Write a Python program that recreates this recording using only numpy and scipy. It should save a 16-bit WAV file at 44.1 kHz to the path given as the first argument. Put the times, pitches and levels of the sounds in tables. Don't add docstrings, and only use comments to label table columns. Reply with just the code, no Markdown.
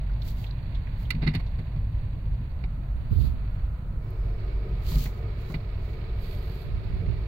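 import sys
import numpy as np
from scipy import signal
from scipy.fft import rfft, irfft, next_fast_len
from scipy.io import wavfile
from scipy.ndimage import map_coordinates

SR = 44100
rng = np.random.default_rng(int(sys.argv[2]) if len(sys.argv) > 2 else 0)


def store_wav(level_fs):
    pcm = np.round(np.clip(np.atleast_2d(level_fs), -1, 1) * 32767)
    wavfile.write(sys.argv[1], SR, pcm.T.astype(np.int16))


N = 320607
TIME = np.arange(N) / SR


def brushes():
    # start_s, hold_s, boom_db, drumming_db
    swells = [(.13, 0.039, -30, -42), (1.115, .05, -32, -50), (1.747, 0.16, -30.5, -53),
              (2.285, 0.045, -25.5, -54), (2.57, .11, -32.5, -43), (2.865, 0.017, -38, -51),
              (3.634, 0.035, -29, -52), (3.947, 0.038, -30.5, -45), (4.195, .45, -36, -56),
              (4.882, 0.095, -24, -37), (6.963, 0.17, -36, -33.5)]
    # frequency_hz, relative_density_db
    boom_spectrum = [(12, -15.5), (25, 3), (32, -14.5), (41, 1.5), (48, -2), (57, 0), (75, -10),
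                     (110, -35.5), (200, -92)]
    # frequency_hz, relative_density_db
    drumming_spectrum = [(45, -14), (75, -4.5), (95, 3), (135, -4.5), (165, -9.5), (210, -18), (300, -25.5),
                         (500, -39.5), (1000, -88.5)]
    swell_rise_s, swell_fall_s = 0.078, 0.039
    boom_db, throb_db = -32.5, 1.0
    drum_db, drum_fade_db_per_s = -34, 0.31
    motor_hz, motor_wander_hz = 48.23, 1.489
    hum_db = -0.5

    motor_pitch_hz = motor_hz + motor_wander_hz * wobble(rate=4)
    hum = np.sin(2 * np.pi * np.cumsum(motor_pitch_hz) / SR)

    swell_boom, swell_drum = sum(
        amp([[swell_boom_db], [swell_drum_db]]) * swell(start, hold, swell_rise_s, swell_fall_s)
        for start, hold, swell_boom_db, swell_drum_db in swells)
    load = np.hypot(amp(boom_db + throb_db * wobble(rate=8)), swell_boom)
    pumping = load * noise()
    boom = pumping.std() * cabin(pumping, colour(boom_spectrum))
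    boom = boom + amp(hum_db) * load * hum

    drumming = np.hypot(amp(drum_db - drum_fade_db_per_s * TIME), swell_drum)
    beating = drumming * amp(1.28 * wobble(rate=19))
    return boom + beating * cabin(noise(), colour(drumming_spectrum))


def water():
    # time_s, wash_db, spray_db
    flung_water = [(0, -54.5, -59), (1.2, -54.5, -58), (2.9, -56, -63), (3.6, -55, -61.5),
                   (3.95, -56, -67.5), (4.45, -53.5, -57.5), (7.27, -54, -55.5)]
    # frequency_hz, relative_density_db
    wash_spectrum = [(150, -42.5), (300, -6.5), (450, 1), (640, 3), (780, -2), (1000, 0), (1300, -8),
                     (1900, -8), (3000, -18.5), (5000, -73)]
    # frequency_hz, relative_density_db
    spray_spectrum = [(700, -26.5), (1500, -2), (2000, 0), (2450, 1), (3100, -6.5), (3700, -4.5),
                      (4450, -3.5), (4750, -9.5), (5100, -45), (7000, -26), (9000, -46)]
    wash_db, spray_db = curves(flung_water)
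    beat = wobble(rate=17)
    wash = amp(wash_db + 0.58 * beat) * cabin(noise(), colour(wash_spectrum))
    drops = 1.5 + 0.58 * patter(rate=70, spread_db=-2.0, t60=0.074)
    spray = amp(spray_db + 0.5 * beat) * cabin(noise() * drops, colour(spray_spectrum))
    return wash + spray


def rinse():
    # frequency_hz, width_hz, relative_level_db
    panels = [(322, 27, -8), (377.6, 18.7, 0.5), (450.7, 22, -1.5), (602, 33, -9), (706, 31, -12),
              (1239, 17.3, -11), (2262, 45, -14.5)]
    start_s, time_constant_s, drone_db = 3.98, 0.085, -49
    waver_db = 1.4
    pressure = 1 - np.exp(-np.maximum(TIME - start_s, 0) / time_constant_s)
    drone = cabin(noise(), resonances(panels)) * amp(waver_db * wobble(rate=10))
    # frequency_hz, relative_density_db
    fizz_spectrum = [(3500, -5.5), (4600, 4.5), (5200, 4.5), (5600, -8.0), (7200, -20), (9000, -43)]
    fizz = cabin(noise(), colour(fizz_spectrum))
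    return amp(drone_db) * pressure * (drone + amp(-22.5) * fizz)


def knocks():
    # start_s, slap_db, relative_thud_db, body_re_slap_db, relative_treble_db, rise_s, t60_s
    blows = [(1.104, -23, -48, -28.5, 6.5, 0.0024, 0.059), (1.145, -46.5, -23, -23, -1, 0.0082, 0.048),
             (1.216, -37.5, -19, -1, -13, 0.017, 0.14), (1.265, -31, -13.5, -6, -9.5, 0.012, 0.11),
             (1.336, -38.5, -45, -6.5, -1, .006, 0.067), (1.348, -31, -23, -10, 1, 0.0037, 0.081),
             (1.394, -45, -50, 0, -2, .009, 0.051), (1.586, -49, -28.5, 3, 1.5, 0.007, 0.085),
             (1.755, -56, -28, 1.5, -6, 0.0072, 0.072), (2.637, -46, -41, 4.5, -20, 0.0038, 0.072),
             (4.917, -47.5, -28.5, 6.5, -2, 0.0034, 0.045), (4.956, -52.5, -23.5, 4.5, -5, 0.0034, 0.14),
             (5.055, -41, -31.5, -1, -8, 0.0039, 0.077), (5.499, -53, -32.5, 13, 1, 0.0026, 0.11),
             (5.541, -37, -28, 0, -15, 0.0026, 0.073)]
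    # frequency_hz, relative_level_db, t60_s
    door_modes = [(92, -2.5, 0.084), (152, 5.5, .13), (194.4, -6.5, 0.099), (230.4, -11.5, 0.2),
                  (321, -50.5, 0.043)]
    # frequency_hz, width_hz, relative_level_db
    trim_modes = [(1180, 670, -13.5), (1470, 290, -7), (2040, 155, 3), (2420, 240, -3), (2690, 110, -5),
                  (2870, 120, -6.5), (3650, 300, -9), (3830, 100, -4), (4320, 185, -5), (5120, 100, -18)]
    # frequency_hz, relative_density_db
    hollow_spectrum = [(130, -19), (320, 10.5), (500, -4.5), (750, -0.5), (1100, -4.5), (1700, -12),
                       (3000, -43)]
    # frequency_hz, relative_density_db
    snap_spectrum = [(3000, -34), (5000, 0), (6500, -3.5), (8000, -3.5), (9300, -6), (10800, 0),
                     (12500, -0.5), (13500, -6), (15500, -9.5)]
    contact_grain = 0.3

    slap, body, snap, thud = np.zeros((4, N))
    t = TIME[:SR // 3]
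    for start, slap_db, thud_db, body_db, treble_db, rise, t60 in blows:
        first = round(start * SR)
        span = slice(first, first + len(t))
        attack = np.minimum(t / rise, 1) ** 0.66
        contact = attack * amp(-60 * np.maximum(t - rise, 0) / t60)
        slap[span] += amp(slap_db) * contact
        body[span] += amp(slap_db + body_db) * contact
        snap[span] += amp(slap_db + treble_db) * contact ** 2

        ring = np.zeros(len(t))
        for mode_hz, mode_db, mode_t60 in door_modes:
            decay = amp(mode_db + rng.normal(0, 1.65) - 60 * t / mode_t60)
            detuned_hz = mode_hz * (1 + rng.normal(0, 0.021))
            ring += decay * np.sin(2 * np.pi * detuned_hz * t)
        slow_start = 1 - np.exp(-t / (rise + 0.0016))
        thud[span] += amp(thud_db + 2.0) * ring * slow_start

    def trim_response(hz):
        return resonances(trim_modes)(hz) / (1 + (hz / 5400) ** 12)

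    scatter = unit(2.5 + contact_grain * patter(rate=250, spread_db=2, t60=0.0042))
    rattle = slap * cabin(noise(), trim_response) * scatter * amp(0.67 * wobble(rate=130))
    hollow = body * cabin(noise(), colour(hollow_spectrum))
    tick = amp(-18.5) * snap * scatter * cabin(noise(), colour(snap_spectrum))
    return rattle + hollow + tick + thud


def swing():
    # start_s, hold_s, level_db
    puffs = [(2.96, 0.048, -33), (3.115, 0.019, -15.5), (3.16, .07, -16), (3.3, 0.063, -32),
             (6.642, 0.31, -32), (6.938, 0.025, -24.5), (7.083, 0.025, -20.5)]
    # frequency_hz, relative_density_db
    buffet_spectrum = [(15, -17), (42, -5.5), (65, 8.5), (105, 1.5), (200, -13), (280, -32), (400, -28.5),
                       (600, -44), (1500, -82)]
    rise_s, fall_s = 0.015, 0.13
    airflow = np.max([amp(db) * swell(start, hold, rise_s, fall_s) for start, hold, db in puffs], axis=0)
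    pressure = unit(filtered(noise()[0], colour(buffet_spectrum)))
    lumps = np.tanh(0.5 * pressure)
    return airflow * unit(lumps) * np.array([[0], [1]])


def sleeve():
    # start_s, hold_s, level_db, left_minus_right_db
    stroke_table = [(0.281, 0.0067, -46.5, 0.5), (0.383, 0.055, -54, 1), (1.002, 0.031, -58, -3),
                    (3.134, .05, -60.5, -11.5), (3.2, 0.073, -54.5, -7.5), (4.035, 0.28, -72, 3),
                    (4.889, 0.066, -41.5, 0), (4.991, 0.053, -41, 5.5), (5.119, .07, -63, 4),
                    (5.406, 0.071, -63, 6), (5.5, 0.024, -55, 4.5), (5.838, .1, -65.5, 5.5),
                    (6.225, 0.13, -55.5, -6.5), (6.38, 0.25, -59.5, -8)]
    # frequency_hz, left_density_db, right_density_db
    cloth_spectra = [(800, -25, -4), (2660, -4, 3.5), (4620, -1, 10.5), (5730, -1.5, -16),
                     (7030, 0.5, -11.5), (9450, -15, -8), (10600, -5.5, -15), (12400, -3, 6),
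                     (14200, 0, -4.5), (15800, 4, -7)]
    rise_s, fall_s = 0.07, 0.079
    rub_db = -0.14
    strokes = [
        amp(db + pan_db * np.array([[0.5], [-0.5]])) * swell(start, hold, rise_s, fall_s)
        for start, hold, db, pan_db in stroke_table]
    fibres = 2.0 + 0.44 * patter(rate=370, spread_db=14, t60=0.0069)
    cloth_hz, *ports = np.transpose(cloth_spectra)

    def port_response(hz):
        return np.array([amp(along(np.c_[cloth_hz, db], hz)) for db in ports])

    rustle = unit(filtered(noise() * fibres, port_response))
    return np.max(strokes, axis=0) * amp(rub_db * wobble(rate=43)) * rustle


def taps():
    # start_s, relative_level_db, pitch_hz, t60_s
    drop_table = [(.094, -44, 1490, 0.043), (0.133, -53, 4000, 0.037), (0.218, -39.5, 4030, 0.032),
                  (0.441, -39.5, 2740, 0.032), (.462, -50, 3760, 0.11), (0.509, -44.5, 4000, 0.027),
                  (0.582, -56, 4200, 0.023), (0.747, -46.5, 3700, 0.08), (.868, -45.5, 2110, 0.054),
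                  (1.05, -53, 3200, 0.1), (1.463, -51.5, 3980, 0.088), (2.147, -57, 2500, .04),
                  (4.104, -55, 13000, 0.027)]
    half_width_hz, attack_s = 470, 0.0017
    out = np.zeros((2, N))
    t = TIME[:SR // 8]
    for start, db, hz, t60 in drop_table:
        edges_hz = [hz - half_width_hz, hz + half_width_hz]
        band = signal.butter(2, edges_hz, "bandpass", fs=SR, output="sos")
        burst = unit(signal.sosfilt(band, rng.standard_normal((2, len(t)))))
        envelope = amp(db + 3.0 - 60 * t / t60) * (1 - np.exp(-t / attack_s))
        out[:, round(start * SR):][:, :len(t)] += envelope * burst
    return out * amp([[-7], [2]])


def jet():
    # time_s, level_db
    jet_levels = [(2.3, -74.5), (2.8, -64), (3.2, -64), (3.7, -61.5), (4.2, -64)]
    level_db, = curves(jet_levels)
    # frequency_hz, relative_density_db
    spectrum = [(600, -35.5), (1000, -26.5), (1250, 2.5), (1450, -1), (1750, -21.0), (2600, -34.5)]
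    return amp(level_db) * cabin(noise(), colour(spectrum))


def microphone_hiss():
    # frequency_hz, relative_density_db
    hiss_spectrum = [(1000, -5.5), (6000, -3.5), (10000, -3), (15500, 2.5)]
    return amp(-71.5) * unit(filtered(noise(), colour(hiss_spectrum)))


def cabin(x, response):
    # frequency_hz, correlation
    likeness = [(60, .994), (130, .99), (290, .8), (640, 0.7), (1400, 0.05), (3100, -0.1), (7000, 0)]
    # frequency_hz, left_minus_right_db
    balance = [(60, -1.2), (200, 0), (380, 1), (700, 1), (1300, -4), (2400, -12.5), (4400, -16), (5600, 11),
               (8000, -2), (15000, 5)]
    m = next_fast_len(N)
    hz = np.fft.rfftfreq(m, 1 / SR)
    angle = np.arccos(np.clip(along(likeness, hz), -1, 1)) / 2
    mid, side = rfft(x, m) * response(hz) * np.array([np.cos(angle), np.sin(angle)])
    left_share = 1 / (1 + amp(-2 * along(balance, hz)))
    ports = np.array([mid + side, mid - side]) * np.sqrt([left_share, 1 - left_share])
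    return unit(irfft(ports, m)[:, :N])


def resonances(modes):
    def response(hz):
        return sum(
            (-1) ** k * amp(db) * 1j * hz * width / (centre ** 2 - hz * hz + 1j * hz * width)
            for k, (centre, width, db) in enumerate(modes))
    return response


def patter(rate, spread_db, t60):
    sizes = amp(spread_db * np.minimum(rng.exponential(size=N), 3))
    hits = (rng.random(N) < rate / SR) * sizes
    decay = amp(-60 * TIME[:SR // 8] / t60)
    power = signal.fftconvolve(hits ** 2, decay ** 2)[:N]
    return unit(np.sqrt(np.abs(power)))


def swell(start, hold, rise, fall):
    before = np.maximum(start - TIME, 0)
    after = np.maximum(TIME - start - hold, 0)
    return amp(-20 * (before / rise + after / fall))


def wobble(rate):
    return map_coordinates(rng.standard_normal(1024), [TIME * rate], mode="mirror")


def noise():
    return rng.standard_normal((2, N))


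def filtered(x, response):
    m = next_fast_len(N + SR // 2)
    return irfft(rfft(x, m) * response(np.fft.rfftfreq(m, 1 / SR)), m)[..., :N]


def colour(points):
    return lambda hz: amp(along(points, hz))


def along(points, hz):
    f, v = np.transpose(points)
    return np.interp(np.log(hz + 1), np.log(f + 1), v)


def curves(rows):
    s, *cols = np.transpose(rows)
    return [np.interp(TIME, s, c) for c in cols]


def amp(db):
    return 10 ** (np.asarray(db) / 20)


def unit(x):
    return x / np.sqrt(np.mean(x ** 2) + 1e-20)


def scene():
    outside = brushes() + water() + rinse() + knocks() + taps() + jet()
    return outside + swing() + sleeve() + microphone_hiss()


def record(dry):
    top_hz = 15830
    return filtered(dry, lambda hz: hz < top_hz)


dry = scene()
out = record(dry)
store_wav(out)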